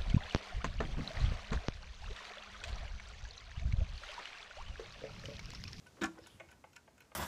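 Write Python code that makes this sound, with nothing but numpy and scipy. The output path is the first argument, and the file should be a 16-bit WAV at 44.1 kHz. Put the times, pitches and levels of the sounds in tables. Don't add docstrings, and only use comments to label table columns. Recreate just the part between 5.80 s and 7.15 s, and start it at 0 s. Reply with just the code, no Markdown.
import sys
import numpy as np
from scipy import signal
from scipy.fft import rfft, irfft
from scipy.io import wavfile
from scipy.ndimage import uniform_filter1d

SR = 44100
rng = np.random.default_rng(int(sys.argv[2]) if len(sys.argv) > 2 else 0)


def put_to_file(sound):
    columns = np.atleast_2d(sound).T
    safe = np.clip(columns, -1, 1)
    whole_steps = np.round(safe * 32767)
    wavfile.write(sys.argv[1], SR, whole_steps.astype(np.int16))


def to_linear_factor(level_db):
    exponent = np.asarray(level_db, float) / 20
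    return 10 ** exponent


N = 59535

# pitch_hz [Hz], density_db [dB per Hz]
ROOM_SPECTRUM = [(30, -5.5), (62, 3), (130, -3.5), (700, -13), (1500, -19), (3500, -23.5), (6500, -23.5),
                 (15500, -38)]
# pitch_hz [Hz], level_db [dB], t60_s [s]
HOLLOW_MODES = [(154, -13, 0.061), (210, -2.5, 0.19), (274, -5, 0.063), (286, 1, 0.074), (324, -3.5, 0.35),
                (460, -12, 0.11), (615, -13, 0.061)]
# pitch_hz [Hz], level_db [dB], t60_s [s]
PANEL_MODES = [(785, -5, 0.066), (994.6, -8, 0.13), (1123, -7, 0.11), (1255, -7.5, 0.062),
               (1405, -1.5, 0.077), (1476, 0, .04), (1520, -1.5, 0.042), (1725, 2, 0.031),
               (2035, 0.5, 0.022), (2350, -3, 0.047), (2676, -7, 0.056), (3050, -7, 0.021),
               (3540, -15, 0.065), (3725, -9.5, 0.046)]
# pitch_hz [Hz], level_db [dB], t60_s [s]
METAL_MODES = [(4100, -2, 0.025), (5224, 0, 0.017), (5340, -4, 0.023), (5630, 6, 0.022), (6555, 4.5, 0.027),
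               (7050, 8, 0.013), (7630, -1.5, 0.012), (8700, -11, 0.018), (9580, -13, 0.045),
               (10750, -16, 0.025), (11700, -17, 0.012), (12700, -27, 0.015), (14600, -24.5, 0.014)]
# pitch_hz [Hz], level_db [dB], t60_s [s]
WORKS_MODES = [(951, -3, 0.1), (1410, -10, 0.11), (1499, -0.5, 0.12), (1730, -4.5, 0.053),
               (2264, -8.5, 0.083), (2480, -4.5, 0.041), (2673, -4, 0.033), (2967, -7, 0.036),
               (3420, -23.5, 0.042)]
# pitch_hz [Hz], level_db [dB], t60_s [s]
WOOD_MODES = [(554, -8, 0.11), (645, -1, 0.098), (856, -0.5, 0.046), (1160, -1.5, 0.067),
              (1506, -2.5, 0.028), (1580, -7.5, 0.13), (1810, -6, 0.054), (2120, 2, 0.052),
              (2440, -4.5, 0.052), (2790, -8, 0.077), (3078, -12.5, 0.058), (3380, -25, 0.043),
              (6200, -5.5, 0.01)]
# start_s [s], works_db [dB], works_tilt_db [dB per octave],
# metal_db [dB], metal_tilt_db [dB per octave]
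TICKS = [(0.061, -64.5, -1.5, -95, .1), (0.0676, -65, 47, -62.5, -6), (0.0685, -75, 8, -86, -5),
         (0.438, -73, 2, -68, .1), (0.461, -59.5, 10, -90, -16), (0.47, -61, -7, -55.5, 15),
         (0.6866, -65.5, 5, -70, 10), (.706, -73, 12, -66, -11), (0.7131, -65, 1, -62.5, 29),
         (0.726, -62, 4, -75, 0), (0.9312, -68, 6, -64, -10), (0.957, -64, 18, -69, -7),
         (0.9622, -55.5, 5, -52.5, 7), (1.179, -66.5, 2.5, -65.5, 16), (1.2045, -62.5, 8.5, -62.5, 26),
         (1.219, -66, 5, -65, -9), (1.2504, -73, 6, -98, 3)]
# start_s [s], level_db [dB], pitch_hz [Hz], t60_s [s]
PINGS = [(0.0666, -64.5, 10750, 0.043), (0.0675, -55, 1487, 0.072), (0.257, -47, 335.2, 0.31),
         (0.213, -42.5, 264, 0.063), (0.2355, -37, 1389, 0.12), (0.2429, -41, 1476, 0.086),
         (0.236, -47, 1725, 0.1), (.214, -51, 3700, 0.13), (.219, -50, 2930, .04), (.6, -57, 837, .05),
         (1.206, -65, 1500, 0.11), (1.206, -67, 4100, 0.055), (0.962, -60, 4100, 0.05),
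         (.258, -49, 172.6, 0.28), (.376, -57, 766, 0.038), (.376, -61, 1030, .07),
         (0.382, -55.5, 1486, 0.067), (.386, -62, 1940, 0.045), (.389, -51, 487, 0.069),
         (.398, -55, 550, 0.067), (.408, -58.5, 339.7, 0.34), (0.439, -60.5, 1730, 0.062),
         (0.439, -60.5, 2980, .04), (0.468, -64, 10100, 0.056), (.612, -59.5, 337, 0.3),
         (0.931, -68, 11900, 0.018), (0.9628, -51.5, 1410, 0.07), (1.206, -58, 11700, 0.014)]
# start_s [s], level_db [dB], pitch_hz [Hz], length_s [s]
RUBS = [(0.168, -63, 1110, 0.016), (.171, -59.5, 305, 0.058), (0.182, -62.5, 990, 0.018),
        (0.211, -51.5, 3430, 0.039), (0.21, -71, 14400, .02), (0.228, -70, 14700, 0.018),
        (0.237, -73, 14500, 0.019), (0.231, -61, 6950, 0.025), (0.241, -60, 7200, 0.026),
        (0.352, -65, 980, 0.012), (0.365, -59, 380, 0.029), (0.37, -62.5, 850, 0.014),
        (.379, -58.5, 930, 0.01), (.387, -66.5, 5200, 0.0054), (.390, -60, 487, 0.015),
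        (0.264, -60.5, 646, 0.053), (0.597, -68.5, 6200, 0.013)]
# start_s [s], hollow_db [dB], panel_db [dB], metal_db [dB], contact_s [s]
BLOWS = [(0.2125, -45, -47.5, -63, 0.0016), (0.2166, -37, -39, -47.5, 0.0019),
         (.2205, -44, -48.5, -50, 0.0023), (0.2241, -55, -38.5, -56, 0.0035),
         (0.2348, -42.5, -34.5, -42.5, 0.0026), (0.2404, -43, -34.5, -39.5, 0.0017),
         (0.2423, -52, -35, -61, 0.00246), (0.246, -51, -38.5, -56, 0.0035),
         (0.2560, -55, -42, -43.5, 0.0025), (.2590, -50, -46.5, -60, 0.0027),
         (0.2640, -52, -45.5, -54, 0.0015)]
# start_s [s], level_db [dB], pitch_hz [Hz]
BUMPS = [
    (0.214, -42.5, 95),
    (0.247, -37.5, 69.4),
    (0.415, -49.5, 94),
    (0.546, -48, 79.6),
]
# time_s [s], level_db [dB], pitch_hz of the lower band [Hz]
SLIDE_PATH = [
    (0.388, -85, 3803),
    (0.422, -76.5, 3730),
    (0.457, -68, 4100),
    (0.487, -67, 3230),
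    (0.552, -73, 3205),
    (0.589, -80, 3300),
]
# pitch_hz [Hz], width_hz [Hz], level_db [dB], centre_s [s], spread_s [s]
SLIDE_BANDS = [
    (5200, 700, 6, 0.43, 0.019),
    (4800, 1700, -5.5, 0.545, 0.1),
    (10200, 2600, -3.5, 0.575, 0.09),
]
# start_s [s], level_db [dB], tilt_db [dB per octave],
# spot_hz, the mode favoured by the struck spot [Hz], hold_s until damped [s]
KNOCKS = [
    (0.5990, -50.5, -1, 2120, 0.015),
    (.6032, -50.5, 0.5, 2440, 0.0087),
    (.6075, -54.5, -3, 645, .008),
    (0.8402, -56.5, -2, 856, 0.0086),
    (.8465, -62.5, -1, 1580, 0.0055),
    (1.0766, -62, -4, 554, 0.014),
    (1.3170, -59.5, -3.5, 1160, 0.011),
]

ROOM_DB, SWELL_DB, FLICKER_DB, CALM_ABOVE_HZ = -64.5, 1.5, 1, 3300
SCATTER_DB, DETUNE, CLUSTER, CLUSTER_DB = 2.5, 0.004, 0.05, -7.5
TICK_CONTACT_S = 0.0074
RUB_WIDTH, RUB_WIDEST_HZ = 0.99, 2420
HOLLOW_LOW_HZ = 153
BUMP_T60_S = 0.045
SLIDE_WIDTH_HZ = 850
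KNOCK_LOW_HZ, KNOCK_TOP_HZ = 480, 3770
KNOCK_SPOT_DB, KNOCK_CONTACT_S, KNOCK_DAMP_S = 4, 0.0012, 0.002
ECHO_DB, KNOCK_ROOM_DB = -16, -7
ECHO_T60_S, ECHO_HIGH_T60_S = 0.21, 0.26
ECHO_SPLIT_HZ, ECHO_LOW_HZ, ECHO_EVEN_HZ = 3100, 374, 58.7
MIC_LOW_HZ, TOP_STEP_HZ, TOP_STEP_DB = 58, 15350, -14


def band(x, hz, width_hz):
    b, a = signal.iirpeak(hz, hz / width_hz, fs=SR)
    return signal.lfilter(b, a, signal.lfilter(b, a, x))


def unit(x):
    return x / np.sqrt(np.mean(x ** 2))


def walk(rate):
    hold = int(SR / rate)
    levels = np.repeat(rng.standard_normal(N // hold + 1), hold)
    return 1.2 * uniform_filter1d(levels, hold)[:N]


def add(out, start_s, x):
    i = int(start_s * SR)
    out[i:i + len(x)] += x[:N - i]


def scrape(contact_s):
    t = np.arange(1024) / SR
    decay = np.exp(-t / max(contact_s, 2e-4) * 2)
    return rng.standard_normal(len(t)) * decay * np.clip(t / 0.0003, 0, 1)


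def ring(modes, push, tilt_db=0.):
    hz, db, t60 = np.tile(np.array(modes, float), (3, 1)).T[:, :, None]
    main = (np.arange(len(hz)) < len(modes))[:, None]
    chance = rng.standard_normal((2, len(hz), 1))
    hz = np.minimum(hz * (1 + np.where(main, DETUNE, CLUSTER) * chance[1]), SR * 0.45)
    t = np.arange(int(min(t60.max() + 0.025, 0.25) * SR)) / SR
    reach = np.abs(np.exp(2j * np.pi * hz * t[:len(push)]) @ push)[:, None]
    level_db = db + np.where(main, 0, CLUSTER_DB) + SCATTER_DB * chance[0]
    gain = to_linear_factor(level_db + tilt_db * np.log2(hz / 1000))
    gain = gain / (reach + 0.39 * np.sqrt(np.sum(push ** 2)))
    envelope = np.exp(-np.log(1000) * t / t60) * (1 - np.exp(-t * hz * 2))
    wave = gain * np.sin(2 * np.pi * hz * t) * envelope
    out = signal.fftconvolve(wave.sum(axis=0), push)
    return out / np.abs(out).max()


def room_tone():
    f = np.fft.rfftfreq(N, 1 / SR) + 1
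    swell = walk(2.5)
    hz, density_db = np.array(ROOM_SPECTRUM).T
    white = rfft(rng.standard_normal(N)) * to_linear_factor(np.interp(np.log(f), np.log(hz), density_db))
    out = np.zeros(N)
    for octave in np.arange(4, 15):
        share = np.clip(1 - np.abs(np.log2(f) - octave), 0, 1)
        calm = min(1, CALM_ABOVE_HZ / 2. ** octave) ** 0.5
        motion_db = (SWELL_DB * swell + FLICKER_DB * walk(11.63)) * calm
        out = out + irfft(white * share, N) * to_linear_factor(motion_db)
    return to_linear_factor(ROOM_DB) * unit(out)


def escapement():
    out = np.zeros(N)
    for start_s, works_db, works_tilt_db, metal_db, metal_tilt_db in TICKS:
        push = scrape(TICK_CONTACT_S)
        add(out, start_s, to_linear_factor(works_db + 10.5) * ring(WORKS_MODES, push, works_tilt_db))
        add(out, start_s, to_linear_factor(metal_db + 6.5) * ring(METAL_MODES, push, metal_tilt_db))
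    return out


def pings():
    out, t = np.zeros(N), np.arange(SR // 4) / SR
    for start_s, level_db, hz, t60 in PINGS:
        decay = to_linear_factor(level_db - 60 * t / t60)
        add(out, start_s, decay * np.sin(2 * np.pi * hz * t) * np.clip(t / 0.00036, 0, 1))
    return out


def rubs():
    out, t = np.zeros(N), np.arange(4096) / SR
    for start_s, level_db, hz, length_s in RUBS:
        shape = t / length_s * np.exp(1 - 3 * t / length_s) * 3
        width_hz = min(RUB_WIDTH * hz, RUB_WIDEST_HZ)
        noise = unit(band(rng.standard_normal(len(t)), hz, width_hz))
        add(out, start_s, to_linear_factor(level_db) * shape * noise)
    return out


def lever():
    out = np.zeros(N)
    for start_s, hollow_db, panel_db, metal_db, contact_s in BLOWS:
        push = scrape(contact_s)
        for modes, db in ((HOLLOW_MODES, hollow_db), (PANEL_MODES, panel_db), (METAL_MODES, metal_db)):
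            add(out, start_s, to_linear_factor(db + 6.5) * ring(modes, push))
    return signal.sosfilt(signal.butter(3, HOLLOW_LOW_HZ, "high", fs=SR, output="sos"), out)


def table_bumps():
    out, t = np.zeros(N), np.arange(SR // 5) / SR
    for start_s, level_db, hz in BUMPS:
        decay = np.exp(-np.log(1000) * t / BUMP_T60_S)
        add(out, start_s, to_linear_factor(level_db) * np.sin(2 * np.pi * hz * t) * decay)
    return out


def finger_slide():
    t = np.arange(N) / SR
    time_s, level_db, hz = np.array(SLIDE_PATH).T
    phase = 2 * np.pi * np.cumsum(np.interp(t, time_s, hz)) / SR
    lowpass = signal.butter(2, SLIDE_WIDTH_HZ / 2, fs=SR)
    a, b = signal.lfilter(*lowpass, rng.standard_normal((2, N)))
    hiss = unit(a * np.cos(phase) + b * np.sin(phase))
    for band_hz, width_hz, band_db, centre_s, spread_s in SLIDE_BANDS:
        swell = np.exp(-((t - centre_s) / spread_s) ** 2)
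        hiss = hiss + to_linear_factor(band_db) * swell * unit(band(rng.standard_normal(N), band_hz, width_hz))
    return hiss * to_linear_factor(np.interp(t, time_s, level_db, -120, -120) + 0.93 * walk(60.3))


def knocks():
    out = np.zeros(N)
    for start_s, level_db, tilt_db, spot_hz, hold_s in KNOCKS:
        modes = []
        for hz, mode_db, t60 in WOOD_MODES:
            favour_db = KNOCK_SPOT_DB * np.exp(-(np.log(hz / spot_hz) / 0.05) ** 2)
            modes.append((hz, mode_db + favour_db, t60))
        wood = ring(modes, scrape(KNOCK_CONTACT_S), tilt_db)
        late = np.maximum(np.arange(len(wood)) / SR - hold_s, 0)
        add(out, start_s, to_linear_factor(level_db + 11.0) * wood * np.exp(-late / KNOCK_DAMP_S))
    sos = signal.butter(3, [KNOCK_LOW_HZ, KNOCK_TOP_HZ], "band", fs=SR, output="sos")
    return signal.sosfilt(sos, out)


def echo(x):
    t, noise = np.arange(SR // 2) / SR, rng.standard_normal(SR // 2)
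    low = signal.lfilter(*signal.butter(1, ECHO_SPLIT_HZ, fs=SR), noise)
    tail = low * to_linear_factor(-60 * t / ECHO_T60_S) + (noise - low) * to_linear_factor(-60 * t / ECHO_HIGH_T60_S)
    tail = signal.lfilter(*signal.butter(2, ECHO_LOW_HZ, "high", fs=SR), tail)
    spectrum = rfft(tail * np.clip(t / 0.0056, 0, 1))
    power, bins = np.abs(spectrum) ** 2 + 1e-12, int(ECHO_EVEN_HZ / 2) + 1
    even = np.sqrt(uniform_filter1d(power, 10 * bins) / uniform_filter1d(power, bins))
    tail = irfft(spectrum * even)
    tail = tail * np.clip(t / 0.003, 0, 1) * np.clip(2 - 8 * t, 0, 1)
    return signal.fftconvolve(x, tail / np.sqrt(np.sum(tail ** 2)))[:N]


def scene():
    clock = escapement() + pings() + rubs() + lever()
    far = knocks()
    wet = echo(to_linear_factor(ECHO_DB) * clock + to_linear_factor(KNOCK_ROOM_DB) * far)
    return (room_tone() + clock + table_bumps() + finger_slide() + far + wet)[None]


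def top_cut(x):
    return signal.sosfilt(signal.butter(12, 15700, fs=SR, output="sos"), x)


def record(dry):
    dry = signal.sosfilt(signal.butter(3, MIC_LOW_HZ, "high", fs=SR, output="sos"), dry)
    top = np.where(np.fft.rfftfreq(N, 1 / SR) > TOP_STEP_HZ, to_linear_factor(TOP_STEP_DB), 1)
    mix = irfft(rfft(dry) * top, N)
    return top_cut(mix)


dry = scene()
out = record(dry)
put_to_file(out)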